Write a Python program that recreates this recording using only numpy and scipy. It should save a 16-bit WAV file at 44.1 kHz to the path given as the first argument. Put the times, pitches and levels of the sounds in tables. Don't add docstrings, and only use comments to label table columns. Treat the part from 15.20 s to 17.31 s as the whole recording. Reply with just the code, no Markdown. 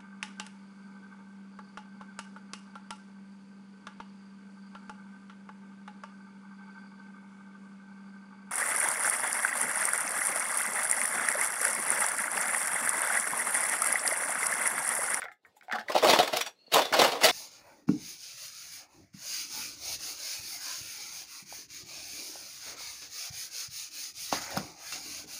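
import sys
import numpy as np
from scipy import signal
from scipy.fft import irfft
from scipy.io import wavfile
from scipy.ndimage import uniform_filter1d

SR = 44100
rng = np.random.default_rng(int(sys.argv[2]) if len(sys.argv) > 2 else 0)


def unload_audio(sound):
    columns = np.transpose(np.atleast_2d(sound))
    steps = np.round(np.clip(columns, -1, 1) * 32767)
    wavfile.write(sys.argv[1], SR, steps.astype(np.int16))


def volts_from_decibels(level):
    exponent = np.asarray(level, float) / 20
    return 10 ** exponent


N = 93183
TOP_HZ = 15850


def evened(x):
    return x / np.sqrt(np.mean(x ** 2) + 1e-20)


def read(points, hz):
    f, value = np.transpose(points)
    return np.interp(np.log(hz + 1), np.log(f + 1), value)


def add(mix, s, sound):
    part = mix[..., max(round(s * SR), 0):][..., :sound.shape[-1]]
    part += sound[..., :part.shape[-1]]


def band(x, order, edges, kind):
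    return signal.sosfilt(signal.butter(order, edges, kind, fs=SR, output="sos"), x)


def cluster(hz, span, t60, chance, t):
    place, strength = chance[:9, None], chance[9:, None]
    f = hz * span ** (place - .25)
    ring = (strength * np.sin(2 * np.pi * (f * t + 0.37 * place))).sum(0)
    rise = np.sin(np.pi / 2 * np.minimum(t / .0012, 1)) ** 2
    ring *= volts_from_decibels(-60 * t / t60) * rise
    return ring / abs(ring).max()


def crack(noise, t, top_hz):
    dulled = signal.lfilter([1], [1, -.7], noise)
    burst = band(dulled, 2, [1800, top_hz], "band") * volts_from_decibels(-60 * t / 0.018)
    return burst / abs(burst).max()


GRIT_PER_S, GRIT_DB = 3800, 4.5


def grit():
    size = volts_from_decibels(GRIT_DB * np.minimum(rng.exponential(1, N), 4)) * rng.choice([-1., 1.], N)
    return evened(size * (rng.random(N) < GRIT_PER_S / SR))


# f/Hz, level/dB [dB per Hz]
CHAIR_TONE = [(60, -66), (190, -29.5), (300, -11.5), (620, 0.5), (1100, -7.5), (2200, -11.5), (3800, -10.5),
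              (7000, -21), (15800, -28.5)]
# f/Hz, t60/s
CHAIR_RING = [(100, 0.36), (500, 0.077), (1500, 0.075), (4000, 0.062), (9000, 0.037), (15000, 0.042)]
# f/Hz, level/dB, t60/s
FRAME_TUBES = [(330, 4, .15), (366, 4, .15), (478, 6, .15), (705, 4, .1), (1121, 5, .14), (3500, 5, .15),
               (3795, 4, .15), (11230, 10, .14), (11590, 14, .16), (12050, 3, .12)]
PAN_HZ, RIVET_HZ = 1300, 6500
MODE_SPREAD_DB, DIRECT_DB = 8, -0.5


def chair(count=700, size=9000):
    t = np.arange(size) / SR
    hz = np.linspace(90, 15900, count) + rng.uniform(-19.5, 12, count)
    low_hz = np.linspace(70, 1500, 60) + rng.uniform(-23.5, 9.9, 60)
    hz = np.concatenate([hz, low_hz])
    uneven = volts_from_decibels(np.clip(rng.standard_normal(len(hz)), -1, 1))
    t60 = np.clip(read(CHAIR_RING, hz), .01, 1) * uneven
    db = np.zeros(len(hz))
    tube_hz, tube_db, tube_t60 = np.transpose(FRAME_TUBES)
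    hz = np.concatenate([hz, tube_hz])
    db = np.concatenate([db, tube_db])
    t60 = np.concatenate([t60, tube_t60])
    modes = np.sin(2 * np.pi * hz[:, None] * t) * np.exp(-np.log(1000) * t / t60[:, None])

    shape = (4, len(hz))
    legs = volts_from_decibels(MODE_SPREAD_DB * np.minimum(rng.standard_normal(shape), 1))
    legs = legs * rng.choice([-1., 1.], shape)
    legs = legs * volts_from_decibels(read(CHAIR_TONE, hz) + db) / np.sqrt(t60)
    legs = np.vstack([legs, legs[0] * volts_from_decibels(-db)])
    part = (hz > PAN_HZ).astype(int) + (hz > RIVET_HZ)
    out = np.array([[(leg * (part == p)) @ modes for p in range(3)] for leg in legs])
    out /= np.linalg.norm(out, axis=2, keepdims=True)

    bins = np.fft.rfftfreq(size, 1 / SR)
    delay = np.exp(-2j * np.pi * bins * 64 / SR)
    click = irfft(volts_from_decibels(read(CHAIR_TONE, bins)) * (bins > PAN_HZ) * delay, size)
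    click *= np.sin(np.pi * np.minimum(t * SR / 128, 1)) ** 2
    out[:, 1] += volts_from_decibels(DIRECT_DB) * click / np.linalg.norm(click)
    return out


# t/s, level/dB, seat pan/dB, rivets/dB, fade/s
LANDING_JOLTS = [(.526, -31, 0.5, -38, 0.0097), (.553, -33, 2.5, -40, 0.011), (.592, -38, 4, -35, 0.0134),
                 (.686, -34, 5.5, -33, 0.0071), (.701, -28, 13, -13, 0.0066),
                 (.721, -24, -2, -32.5, 0.0063), (.757, -20.5, 10, -33, 0.013),
                 (.782, -19.5, -5, -17.5, 0.0074), (.831, -20.5, 13.5, -14, 0.011),
                 (.848, -18, 11.5, -8, 0.0099), (.870, -19, 8.5, -10.5, 0.012),
                 (.897, -11.5, 4, -13.5, 0.019), (.937, -15.5, 4.5, -15.5, 0.012),
                 (.960, -24, 7.5, -18.5, 0.005), (.989, -10.5, 6.5, -29.5, 0.0044),
                 (1.001, -16, 8, -23.5, 0.0076), (1.031, -21.5, 3, -11.5, 0.012),
                 (1.077, -18, 2, -14, 0.0031), (1.136, -20.5, 6.5, -23, 0.011),
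                 (1.171, -22.5, -0.5, -9, 0.019), (1.212, -16, -13, -11.5, 0.0076),
                 (1.266, -29, -2.5, -10, 0.011)]
# t/s, level/dB, seat pan/dB, rivets/dB, fade/s
DRAG_JOLTS = [(1.525, -21, -1, -16, 0.0092), (1.539, -11.5, -0.5, -5.5, 0.0081),
              (1.564, -20, 12, -4.5, 0.013), (1.586, -18.5, 4, -25, 0.0086), (1.618, -22.5, 9, -7, 0.0056),
              (1.655, -25.5, 0.5, -23, 0.0055), (1.725, -17.5, 4.5, -29, 0.0021),
              (1.74, -14, 3.5, -26, 0.01), (1.771, -21, 2.5, -30, 0.022), (1.795, -9, 6.5, -18, 0.0074),
              (1.818, -13.5, 6, -15, 0.014), (1.844, -16.5, 4, -15, 0.023), (1.878, -30, 11, -1, 0.009),
              (1.921, -25, 8, -26, 0.011), (1.957, -37, 16.5, -31, 0.022), (2.018, -22, 5, -20, 0.012),
              (2.046, -7, -0.5, -6.5, 0.016), (2.062, -14, -1.5, -11, 0.013),
              (2.088, -13, -2.5, -29, 0.0094)]
# t/s, level/dB, seat pan/dB, rivets/dB, fade/s
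CARRY_JOLTS = [
    (.0, -39, -1, -8, 0.016),
    (0.04, -38.5, 7, -12, 0.0049),
    (0.122, -55, -29, 0, 0.0076),
    (0.263, -73, 20, 10, 0.02),
    (0.368, -57.5, -14, 4, 0.013),
    (0.437, -54, 3.5, -3, 0.013),
    (0.664, -57, 16, -14, 0.01),
]
# t/s, level/dB
SCRAPE = [(.47, -71), (.6, -58), (.66, -68), (.75, -45), (.94, -30), (1.27, -53), (1.36, -82.5),
          (1.49, -71), (1.55, -26), (1.7, -44), (1.85, -33), (2.0, -44), (2.11, -30.5)]
JOLT_DB, SCRAPE_DB, RISE_SHARE = -11.5, -6, 0.7
SCRAPE_PARTS_DB = np.array([[2.5], [0], [-15]])


def clatter():
    clicks = np.array([grit() for _ in range(5)])
    soft = band(clicks, 2, [250, PAN_HZ], "band")
    felt = np.stack([evened(soft), clicks, clicks], 1) ** 2
    force, t = np.zeros((5, 3, N)), np.arange(N) / SR
    on_slab = LANDING_JOLTS + DRAG_JOLTS
    for k, (s, db, pan_db, rivet_db, fade) in enumerate(on_slab + CARRY_JOLTS):
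        u = (t - s) / np.clip(fade, .002, .05)
        shape = np.where(u < 0, np.exp(-(u / RISE_SHARE) ** 2), np.exp(-abs(u)))
        leg = k % 4 if k < len(on_slab) else 4
        even = np.sqrt(shape @ shape / (felt[leg] @ shape ** 2))[:, None]
        parts_db = np.array([[pan_db], [0], [rivet_db]])
        force[leg] += volts_from_decibels(JOLT_DB + db + parts_db) * even * shape
    scrape_db = np.interp(t, *np.transpose(SCRAPE), left=-np.inf) + SCRAPE_DB
    force[:4] += volts_from_decibels(scrape_db + SCRAPE_PARTS_DB) / 2
    return signal.fftconvolve(force * clicks[:, None], chair(), axes=2)[..., :N].sum((0, 1))


# t/s, level/dB, seat pan f/Hz, crack/dB
FOOT_BLOWS = [(.699, -22, 572, -19), (0.752, -16.5, 584, -18), (.762, -10.5, 612, -20),
              (.779, -22, 880, -13), (.832, -15.5, 586, -13), (.847, -15, 715, -15), (.858, -24, 710, -3),
              (.872, -19, 680, -4.5), (.893, -15.5, 620, -24), (.899, -11, 796, -14),
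              (.936, -10, 700, -5.5), (.961, -18, 900, -8), (.991, -13.5, 610, -11), (1.0, -9, 677, -20),
              (1.131, -22, 600, -26), (1.171, -24, 850, 8), (1.211, -26, 950, 1.5), (1.545, -12.5, 870, 0),
              (1.551, -17, 890, -12), (1.561, -12.5, 676, -11), (1.593, -17, 604, -6),
              (1.611, -22, 600, -22), (1.718, -25.5, 395, -30), (1.728, -19, 1215, -18),
              (1.739, -17, 700, -3), (1.786, -20, 805, -10), (1.797, -15, 554, -7), (1.818, -14, 780, -1),
              (1.825, -10.5, 594, -19), (1.849, -18.5, 580, -3.5), (1.888, -23.5, 480, -15),
              (2.014, -26, 790, -8)]
BLOW_T60, BLOW_SPAN = 0.021, 1.64


def blows():
    out, t = np.zeros(N), np.arange(3000) / SR
    events = FOOT_BLOWS + [(1.481, -47, 332, -38.5)]
    for s, db, hz, crack_db in events:
        knock = cluster(hz, BLOW_SPAN, BLOW_T60, rng.random(18), t)
        snap = volts_from_decibels(crack_db) * crack(rng.standard_normal(len(t)), t, TOP_HZ)
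        add(out, s - .001, volts_from_decibels(db) * (knock + snap))
    return out


# t/s, level/dB, joint f/Hz, strut/dB, crack/dB
JOINT_TICKS = [(0.0197, -22, 1510, -27, -13.5), (0.0297, -23.5, 1435, -16.5, -16),
               (0.055, -27.5, 1425, -12.5, -24), (.0845, -29.5, 1390, -21, -27),
               (.092, -40, 1440, -4.5, -23), (.117, -37, 1390, -23, -18), (0.25, -42.5, 1506, -30, -25),
               (.255, -43.5, 1465, -29, -28), (0.367, -69, 1520, 19.5, 3), (0.411, -41.5, 1660, -30, -12),
               (0.425, -44, 1550, -17, -23), (.483, -40.5, 1670, 7, -14), (0.498, -30, 1456, -1, -22),
               (.514, -21, 1526, -13, -13), (0.525, -17.5, 1344, -17, -9.5), (.533, -18.5, 1390, -6.5, -18),
               (.550, -23.5, 1320, -6.5, -18), (.560, -20.5, 1094, -11, -15), (.586, -22, 1282, -14, -20),
               (.6, -32.5, 1413, -6.5, -15), (.612, -33, 1430, -5, -8), (.685, -22, 1625, -22, -15)]
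JOINT_T60, JOINT_SPAN = 0.13, 1.75
STRUT_HZ, STRUT_T60, STRUT_SPAN = 737, 0.12, 1.2
SNAP_T60, TAIL_DB, TICK_TOP_HZ = .024, -9, 5500


def ticks():
    out, t = np.zeros(N), np.arange(6000) / SR
    snap = (volts_from_decibels(-60 * t / SNAP_T60) + volts_from_decibels(TAIL_DB)) / (1 + volts_from_decibels(TAIL_DB))
    for s, db, hz, strut_db, crack_db in JOINT_TICKS:
        joint = snap * cluster(hz, JOINT_SPAN, JOINT_T60, rng.random(18), t)
        strut = volts_from_decibels(strut_db) * cluster(STRUT_HZ, STRUT_SPAN, STRUT_T60, rng.random(18), t)
        strut *= np.minimum(t / 0.003, 1)
        click = volts_from_decibels(crack_db) * crack(rng.standard_normal(len(t)), t, TICK_TOP_HZ)
        add(out, s - .001, volts_from_decibels(db) * (joint + strut + click))
    return out


# t/s, level/dB, f/Hz
TUBE_PINGS = [(0.53, -40, 225), (.585, -44, 220), (1.168, -30, 5170), (1.211, -29, 3450),
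              (1.214, -31, 5725), (1.262, -40, 2565), (1.263, -37, 3450), (1.264, -46, 7620),
              (1.266, -41, 5725), (1.616, -27, 3520), (1.652, -31, 3490), (1.80, -31, 10880),
              (2.044, -20, 4600)]


def pings():
    out, t = np.zeros(N), np.arange(6000) / SR
    for s, db, hz in TUBE_PINGS:
        add(out, s, volts_from_decibels(db) * cluster(hz, 1.015, .14, rng.random(18), t))
    return out


# t/s, level/dB, f/Hz
SHOE_STEPS = [
    (.06, -58, 85),
    (.25, -58, 85),
    (.47, -56, 80),
    (.61, -52, 90),
]


def steps():
    out, t = np.zeros(N), np.arange(3000) / SR
    swell = np.sin(np.pi * t / t[-1]) ** 2 * np.minimum(t / 0.016, 1)
    for s, db, hz in SHOE_STEPS:
        add(out, s, volts_from_decibels(db) * cluster(hz, 1.7, 0.6, rng.random(18), t) * swell)
    return out


# t/s, level/dB, f/Hz
HINGE = [
    (1.35, -80.5, 4250),
    (1.395, -63.5, 4350),
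    (1.445, -64.5, 4400),
    (1.458, -81, 4370),
    (1.468, -52.5, 4420),
    (1.492, -66, 4340),
    (1.505, -60.5, 4400),
    (1.52, -75, 4400),
]
# pitch ratio, level/dB
HINGE_PARTNERS = [(0.635, -11), (1.43, -27)]
SQUEAK_WIDTH_HZ = 96


def squeak():
    t, (s, db, hz) = np.arange(N) / SR, np.transpose(HINGE)
    turns, out = np.cumsum(np.interp(t, s, hz)) / SR, np.zeros(N)
    for ratio, lift_db in [(0.99, 0.0012)] + HINGE_PARTNERS:
        a, b = band(rng.standard_normal((2, N)), 2, SQUEAK_WIDTH_HZ, "low")
        flutter = .6 + evened(a) + 1j * evened(b)
        out += volts_from_decibels(lift_db) * (flutter * np.exp(2j * np.pi * ratio * turns)).real
    return volts_from_decibels(np.interp(t, s, db, left=-np.inf, right=-np.inf) - 2.5) * out


YARD_DB, YARD_T60 = -16, 0.15


def yard(x):
    t = np.arange(SR // 3) / SR
    tail = rng.standard_normal(len(t)) * volts_from_decibels(-60 * t / YARD_T60) * (t > .008)
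    taps = volts_from_decibels(YARD_DB) * tail / np.linalg.norm(tail)
    taps[0] = 1
    return signal.fftconvolve(x, taps)[:N]


# f/Hz, level/dB [dB per Hz]
AIR_TONE = [(60, -5), (300, -1), (750, -2.5), (1100, -17), (4000, -13), (6500, -22.5), (15000, -33.5)]
AIR_DB, PATCH_DB = -73, 3.3
GATE_S, GATE_WIDTH_S, GATE_DB = 0.19, 0.044, -12.5


def air():
    a, b, patches = rng.standard_normal((N // 128 + 6, 257, 3)).T
    patches = uniform_filter1d(patches, 3, 0)
    patches = evened(uniform_filter1d(patches, 8, 1))
    tone_db = read(AIR_TONE, np.fft.rfftfreq(512, 1 / SR))[:, None]
    z = (a + 1j * b) * volts_from_decibels(tone_db + PATCH_DB * patches)
    hiss = signal.istft(z, nperseg=512, noverlap=384)[1][:N]
    shut_db = GATE_DB * np.exp(-((np.arange(N) / SR - GATE_S) / GATE_WIDTH_S) ** 4)
    return volts_from_decibels(AIR_DB + shut_db) * evened(hiss)


def scene():
    frame = band(clatter() + blows(), 1, 170, "high")
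    near = frame + ticks() + pings() + steps()
    return (yard(near) + squeak() + air())[None]


def band_limit(x):
    return signal.sosfilt(signal.butter(12, 16300, fs=SR, output="sos"), x)


def record(dry):
    cut = band(dry, 3, 130, "high")
    limit = signal.firwin(1023, TOP_HZ, window=("kaiser", 9), fs=SR)
    mix = signal.oaconvolve(cut, limit[None], "same")
    return band_limit(mix)


dry = scene()
out = record(dry)
unload_audio(out)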